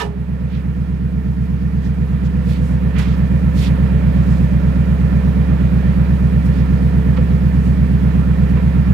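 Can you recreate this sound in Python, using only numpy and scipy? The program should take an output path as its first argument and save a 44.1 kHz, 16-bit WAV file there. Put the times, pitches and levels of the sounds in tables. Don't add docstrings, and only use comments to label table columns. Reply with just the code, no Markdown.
import sys
import numpy as np
from scipy import signal
from scipy.io import wavfile
from scipy.ndimage import uniform_filter1d

SR = 44100
rng = np.random.default_rng(int(sys.argv[2]) if len(sys.argv) > 2 else 0)


def int16_out(signal):
    q = np.round(np.clip(np.atleast_2d(signal).T, -1, 1) * 32767)
    wavfile.write(sys.argv[1], SR, q.astype(np.int16))


def volts_from_db(level):
    exponent = np.asarray(level, float) / 20
    return 10 ** exponent


N = 393813


def rms_one(x):
    return x / np.sqrt(np.mean(x ** 2) + 1e-20)


def in_time(rows):
    s, *columns = np.transpose(rows)
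    return [np.interp(np.arange(N) / SR, s, column) for column in columns]


def at_hz(points, hz):
    point_hz, value = np.transpose(points)
    return np.interp(np.log(hz), np.log(point_hz), value)


def drift(rate_hz):
    pole = np.exp(-2 * np.pi * rate_hz * 40 / SR)
    white = rng.standard_normal(N // 40 + 2002)
    slow = signal.lfilter([1], [1, -2 * pole, pole ** 2], white)[2000:]
    return np.interp(np.arange(N) / 40, np.arange(len(slow)), rms_one(slow))


def band_pass(x, low_hz, high_hz, order=2):
    return signal.sosfilt(signal.butter(order, [low_hz, high_hz], "band", fs=SR, output="sos"), x)


def high_pass(x, hz, order):
    return signal.sosfilt(signal.butter(order, hz, "high", fs=SR, output="sos"), x)


def ring(x, hz, width_hz):
    pole = np.exp(-np.pi * width_hz / SR)
    turn = 2 * np.pi * hz / SR
    return signal.lfilter([0, np.sin(turn)], [1, -2 * pole * np.cos(turn), pole ** 2], x + 1e-18)


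# frequency in Hz, correlation 0-1.
PORT_LIKENESS = [(30, 0.6), (150, 0.8), (300, 0.88), (600, 0), (1500, 0.46), (5000, 0.13), (12000, 0.47)]


def ports(white, hz):
    alike = np.clip(at_hz(PORT_LIKENESS, hz), 0, 1)
    left = alike * white[0] + np.sqrt(1 - alike ** 2) * white[1]
    return np.array([left, white[0]])


def banded_noise(spectrum, patchy_db, count):
    edges_hz = np.geomspace(spectrum[0][0], min(spectrum[-1][0], 19000), count + 1)
    together = drift(3.2)
    white = rng.standard_normal((2, 2, N))
    out = 0
    for k, (low_hz, high_hz) in enumerate(zip(edges_hz, edges_hz[1:])):
        hz = np.sqrt(low_hz * high_hz)
        flicker_db = patchy_db * (0.4 * together + drift(22))
        band = band_pass(white[k % 2], low_hz, high_hz)
        out = out + volts_from_db(at_hz(spectrum, hz) + flicker_db) * ports(band, hz)
    return rms_one(out)


# frequency in Hz, level in dB, t60 in s.
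DOOR_MODES = [(411, -14.5, 0.73), (449, -14, 0.19), (680, -18, .12), (835, -18, 0.33), (950, -8, .12),
              (1262, -5.5, 0.11), (1762, -11.5, 0.13), (2900, -17, 0.11), (3170, -16, 0.067),
              (3600, -19, 0.067), (5250, -20, 0.064)]


def door(level_db, rattle_s):
    t = np.arange(SR) / SR
    fade = np.exp(-(t / rattle_s) ** 2) / np.sqrt(rattle_s * SR)
    out = np.zeros((2, N))
    for hz, db, t60_s in DOOR_MODES:
        rattle = rng.standard_normal((2, SR)) * fade
        out[:, :SR] += volts_from_db(level_db + db) * ring(ports(rattle, hz), hz, 2.65 / t60_s)
    return out


# start in s, level in dB, t60 in s, centre in Hz.
SLAPS = [
    (0, -21, 0.18, 1940),
    (0, -31, 0.21, 5500),
    (.025, -25, 0.38, 427),
    (2.995, -26, 0.48, 1790),
    (2.988, -33.5, 0.27, 5500),
    (6.457, -43.5, 0.15, 8000),
    (7.173, -28, 0.075, 1500),
    (8.572, -30.5, 0.13, 1100),
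]
# peak time in s, level in dB, rise in s, centre in Hz.
BRUSHES = [(0.554, -42, 0.074, 2700), (1.859, -47.5, .045, 4500), (2.259, -46, 0.025, 5100),
           (2.51, -47, 0.069, 9500), (2.525, -38, 0.078, 3180), (2.67, -50, 0.11, 7500),
           (2.975, -29.5, .035, 1980), (3.08, -46, 0.15, 4000), (3.621, -41.5, 0.089, 8800),
           (3.6, -35, 0.055, 3600), (3.65, -29.5, 0.049, 3230), (4.329, -49, .18, 5500),
           (6.57, -44.5, 0.077, 3600), (7.67, -50, .06, 6600), (8.5, -56, 0.034, 8000)]


def scuffs(grain_db):
    # s, dB, rise s, fall s, power of the fall, Hz, octaves
    strokes = [(s, db, rise_s, rise_s, 2, hz, 1.3) for s, db, rise_s, hz in BRUSHES]
    strokes += [(s, db, 0.0074, 2 * t60_s / np.log(1000), 1, hz, 2.14) for s, db, t60_s, hz in SLAPS]
    out = np.zeros((2, N))
    for s, db, rise_s, fall_s, power, hz, octaves in strokes:
        first = max(int((s - 2 * rise_s) * SR), 0)
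        t = np.arange(first, min(first + SR, N)) / SR - s
        rise = np.exp(-2 * (t / rise_s) ** 2)
        fall = np.exp(-2 * np.abs(t / fall_s) ** power)
        swell = np.where(t < 0, rise, fall)
        white = ports(rng.standard_normal((2, SR)), hz)[:, :len(t)]
        low_hz, high_hz = np.minimum(hz * 2 ** (octaves * np.array([-0.5, 0.5])), 0.45 * SR)
        band = band_pass(white, low_hz, high_hz)
        band = signal.lfilter([1], [1, -0.8], band)
        out[:, first:first + len(t)] += volts_from_db(db) * swell * rms_one(band)
    return out * volts_from_db(grain_db * drift(49))


# time in s, firings per s.
SPEED = [(0.0, 66.262), (0.75, 66.102), (3.75, 66.233), (5.25, 66.175), (6.5, 66.11), (8.25, 66.152),
         (9.0, 66.085)]
# header lag in ms, strength in dB, bank 0 or 1.
CYLINDERS = [(0.1, -3.7, 1), (-1.2, -2.4, 1), (5.3, 2.9, 0), (2.4, 8.0, 1), (0.5, 8.0, 0), (-1.5, 5.2, 0),
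             (3.0, -3.7, 1), (4.0, -8.0, 0)]
# frequency in Hz, width in Hz, dB from bank 0, dB from bank 1.
PIPES = [(66.4, 8.0, -11.6, -6.1), (113.1, 49.8, -1.8, -5.2), (129.4, 8.0, -0.4, -3.4),
         (158.9, 8.0, -13.2, -17.5), (179.1, 12.4, 2.1, -3.9), (207.0, 10.3, -8.5, -16.4),
         (246.1, 8.0, -35.6, -12.5), (286.4, 8.0, -40.0, -29.7)]
# frequency in Hz, sharpness as Hz over width.
NOTCHES = [(226, 16), (322, 12)]


def firings(uneven_db, uneven_ms):
    run_in = SR // 2
    per_s = np.r_[np.full(run_in, SPEED[0][1]), in_time(SPEED)[0]]
    fired = np.cumsum(per_s) / SR
    fired -= fired[run_in]
    number = np.arange(-24, int(fired[-1]) - 1)
    lag_ms, strength_db, bank = np.array(CYLINDERS)[number % 8].T
    chance = rng.standard_normal((len(number), 2))
    late_ms = lag_ms + uneven_ms * chance[:, 0]
    at = np.interp(number, fired, np.arange(len(fired))) + late_ms * SR / 1000
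    puffs = np.zeros((2, len(fired)))
    puffs[bank.astype(int), np.round(at).astype(int)] = volts_from_db(strength_db + uneven_db * chance[:, 1])
    out = 0
    for k, (hz, width_hz, *bank_db) in enumerate(PIPES):
        sign = (-1) ** k
        out = out + sign * ring(volts_from_db(bank_db) @ puffs, hz, width_hz)
    out = band_pass(out, 27, 330, order=4)
    for hz, sharpness in NOTCHES:
        out = signal.lfilter(*signal.iirnotch(hz, sharpness, fs=SR), out)
    return rms_one(out[run_in:])


# frequency in Hz, density in dB per Hz.
RUMBLE = [(25, -22), (40, -16), (100, -10), (120, -1), (140, -3), (195, -1), (220, -9), (260, -8),
          (330, -10.5)]


def rumble():
    return banded_noise(RUMBLE, 0.5, count=11)


# multiple of the firing rate, level in dB re firing.
HULL_ORDERS = [(4.5, -31), (6, -35), (6.625, -29.5), (7.5, -34)]


def hull_orders(waver_db):
    turn = 2 * np.pi * np.cumsum(in_time(SPEED)[0]) / SR
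    out = 0
    for order, db in HULL_ORDERS:
        tone = np.sqrt(2) * np.sin(order * turn + rng.uniform(0, 2 * np.pi))
        out = out + volts_from_db(db + waver_db * drift(1.17)) * tone
    return out


# time in s, level in dB re average.
DOORWAY = [
    (0, 2.5),
    (1.4, -1),
    (2.6, 1),
    (3.1, 1.5),
    (4.6, 2),
    (5.7, 2),
    (7.6, 1),
    (8.93, 1.5),
]


def doorway_db():
    return in_time(DOORWAY)[0]


# frequency in Hz, density in dB per Hz.
ROAR = [(330, -8.5), (380, -2.5), (460, -2), (520, -6.5), (600, -6), (720, -8.5), (850, -17)]


def roar():
    return banded_noise(ROAR, 0.32, count=7)


# frequency in Hz, density in dB per Hz.
BUZZ = [(850, 0.5), (1000, -8.5), (1250, -3.5), (1500, -7.5), (1800, -5), (2150, -10.5), (2500, -13),
        (3100, -17.5), (4000, -21.5)]


def buzz():
    return banded_noise(BUZZ, 1.0, count=9)


# frequency in Hz, density in dB per Hz.
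HISS = [(4000, -1.5), (5000, -2), (6300, -7.5), (9000, -7.5), (13000, -12.5), (16000, -7.5)]


def hiss():
    return banded_noise(HISS, 1.0, count=5)


# frequency in Hz, width in Hz, level in dB re firing.
PANELS = [(248, 14, -27), (438.8, 7.7, -34), (494.6, 8.4, -33), (948, 116, -34), (1370, 10, -39.5),
          (1793, 43, -34.5), (2380, 120, -37.5), (4430, 20, -56.5)]


def panels():
    white = rng.standard_normal((2, N))
    return sum(volts_from_db(db) * rms_one(ring(ports(white, hz), hz, width_hz)) for hz, width_hz, db in PANELS)


def passage(open_db):
    centre_hz, hz_per_db, width_hz = 480, 36, 40
    turn = 2 * np.pi * np.cumsum(centre_hz + hz_per_db * open_db) / SR
    pole = np.exp(-np.pi * width_hz / SR)
    slow = signal.lfilter([1], [1, -pole], rng.standard_normal((2, 2, N)))
    tone = slow[0] * np.cos(turn) + slow[1] * np.sin(turn)
    return rms_one(ports(tone, centre_hz))


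def gain_db():
    resting_db, rebound_db, rebound_s = -12, 5.5, 0.17
    climb_db_per_s, climb_ends_s = 2, 3.95
    duck_at_s, duck_db, duck_s = 4.45, 1, 1
    t = np.arange(N) / SR
    climb = climb_db_per_s * np.maximum(climb_ends_s - t, 0)
    rebound = rebound_db * np.exp(-t / rebound_s)
    duck = duck_db * (t > duck_at_s) * np.exp(-np.maximum(t - duck_at_s, 0) / duck_s)
    return resting_db - climb - rebound - uniform_filter1d(duck, size=2000)


# start in s, peak in dB, frequency in Hz, t60 in s.
KNOCKS = [
    (2.468, -23, 470, .1),
    (7.172, -30, 2200, .04),
    (7.176, -28, 1350, .08),
    (7.186, -18, 500, .12),
    (8.574, -27, 1000, .12),
    (8.574, -21, 480, .12),
    (8.598, -32, 950, .06),
]


def knocks():
    click = np.arange(SR // 4) == 0
    out = np.zeros(N)
    for s, db, hz, t60_s in KNOCKS:
        first = int(s * SR)
        out[first:first + SR // 4] += volts_from_db(db) * ring(click, hz, np.log(1000) / np.pi / t60_s)
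    return out


def scene():
    deck = door(level_db=-6.0, rattle_s=0.027) + scuffs(grain_db=0.9) + knocks()
    engine = volts_from_db(1.5) * (firings(uneven_db=0.3, uneven_ms=0.03) + volts_from_db(-16.5) * rumble())
    engine = engine + hull_orders(waver_db=3.0)
    open_db = doorway_db()
    noise = volts_from_db(-23 + open_db) * roar()
    noise += volts_from_db(-25 + 0.74 * open_db) * buzz()
    noise += volts_from_db(-39.5 + 0.13 * open_db) * hiss()
    hum = volts_from_db(open_db) * panels() + volts_from_db(-28 + 2.0 * open_db) * passage(open_db)
    return volts_from_db(gain_db()) * (engine + noise + hum) + deck


def low_pass(x):
    return signal.sosfilt(signal.butter(12, 15800, fs=SR, output="sos"), x)


def record(dry):
    shadow_hz, open_hz = 110, 1500
    dry = high_pass(dry, 42, order=2)
    pole = np.exp(-2 * np.pi * shadow_hz / SR)
    shaded = signal.lfilter([1 - pole], [1, -pole], dry[0])
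    bounced = high_pass(dry[0], open_hz, order=1)
    left = volts_from_db(0.23) * shaded + volts_from_db(-21.5) * dry[0] + volts_from_db(-8.5) * bounced
    return low_pass(np.clip([left, dry[1]], -1, 1))


dry = scene()
out = record(dry)
int16_out(out)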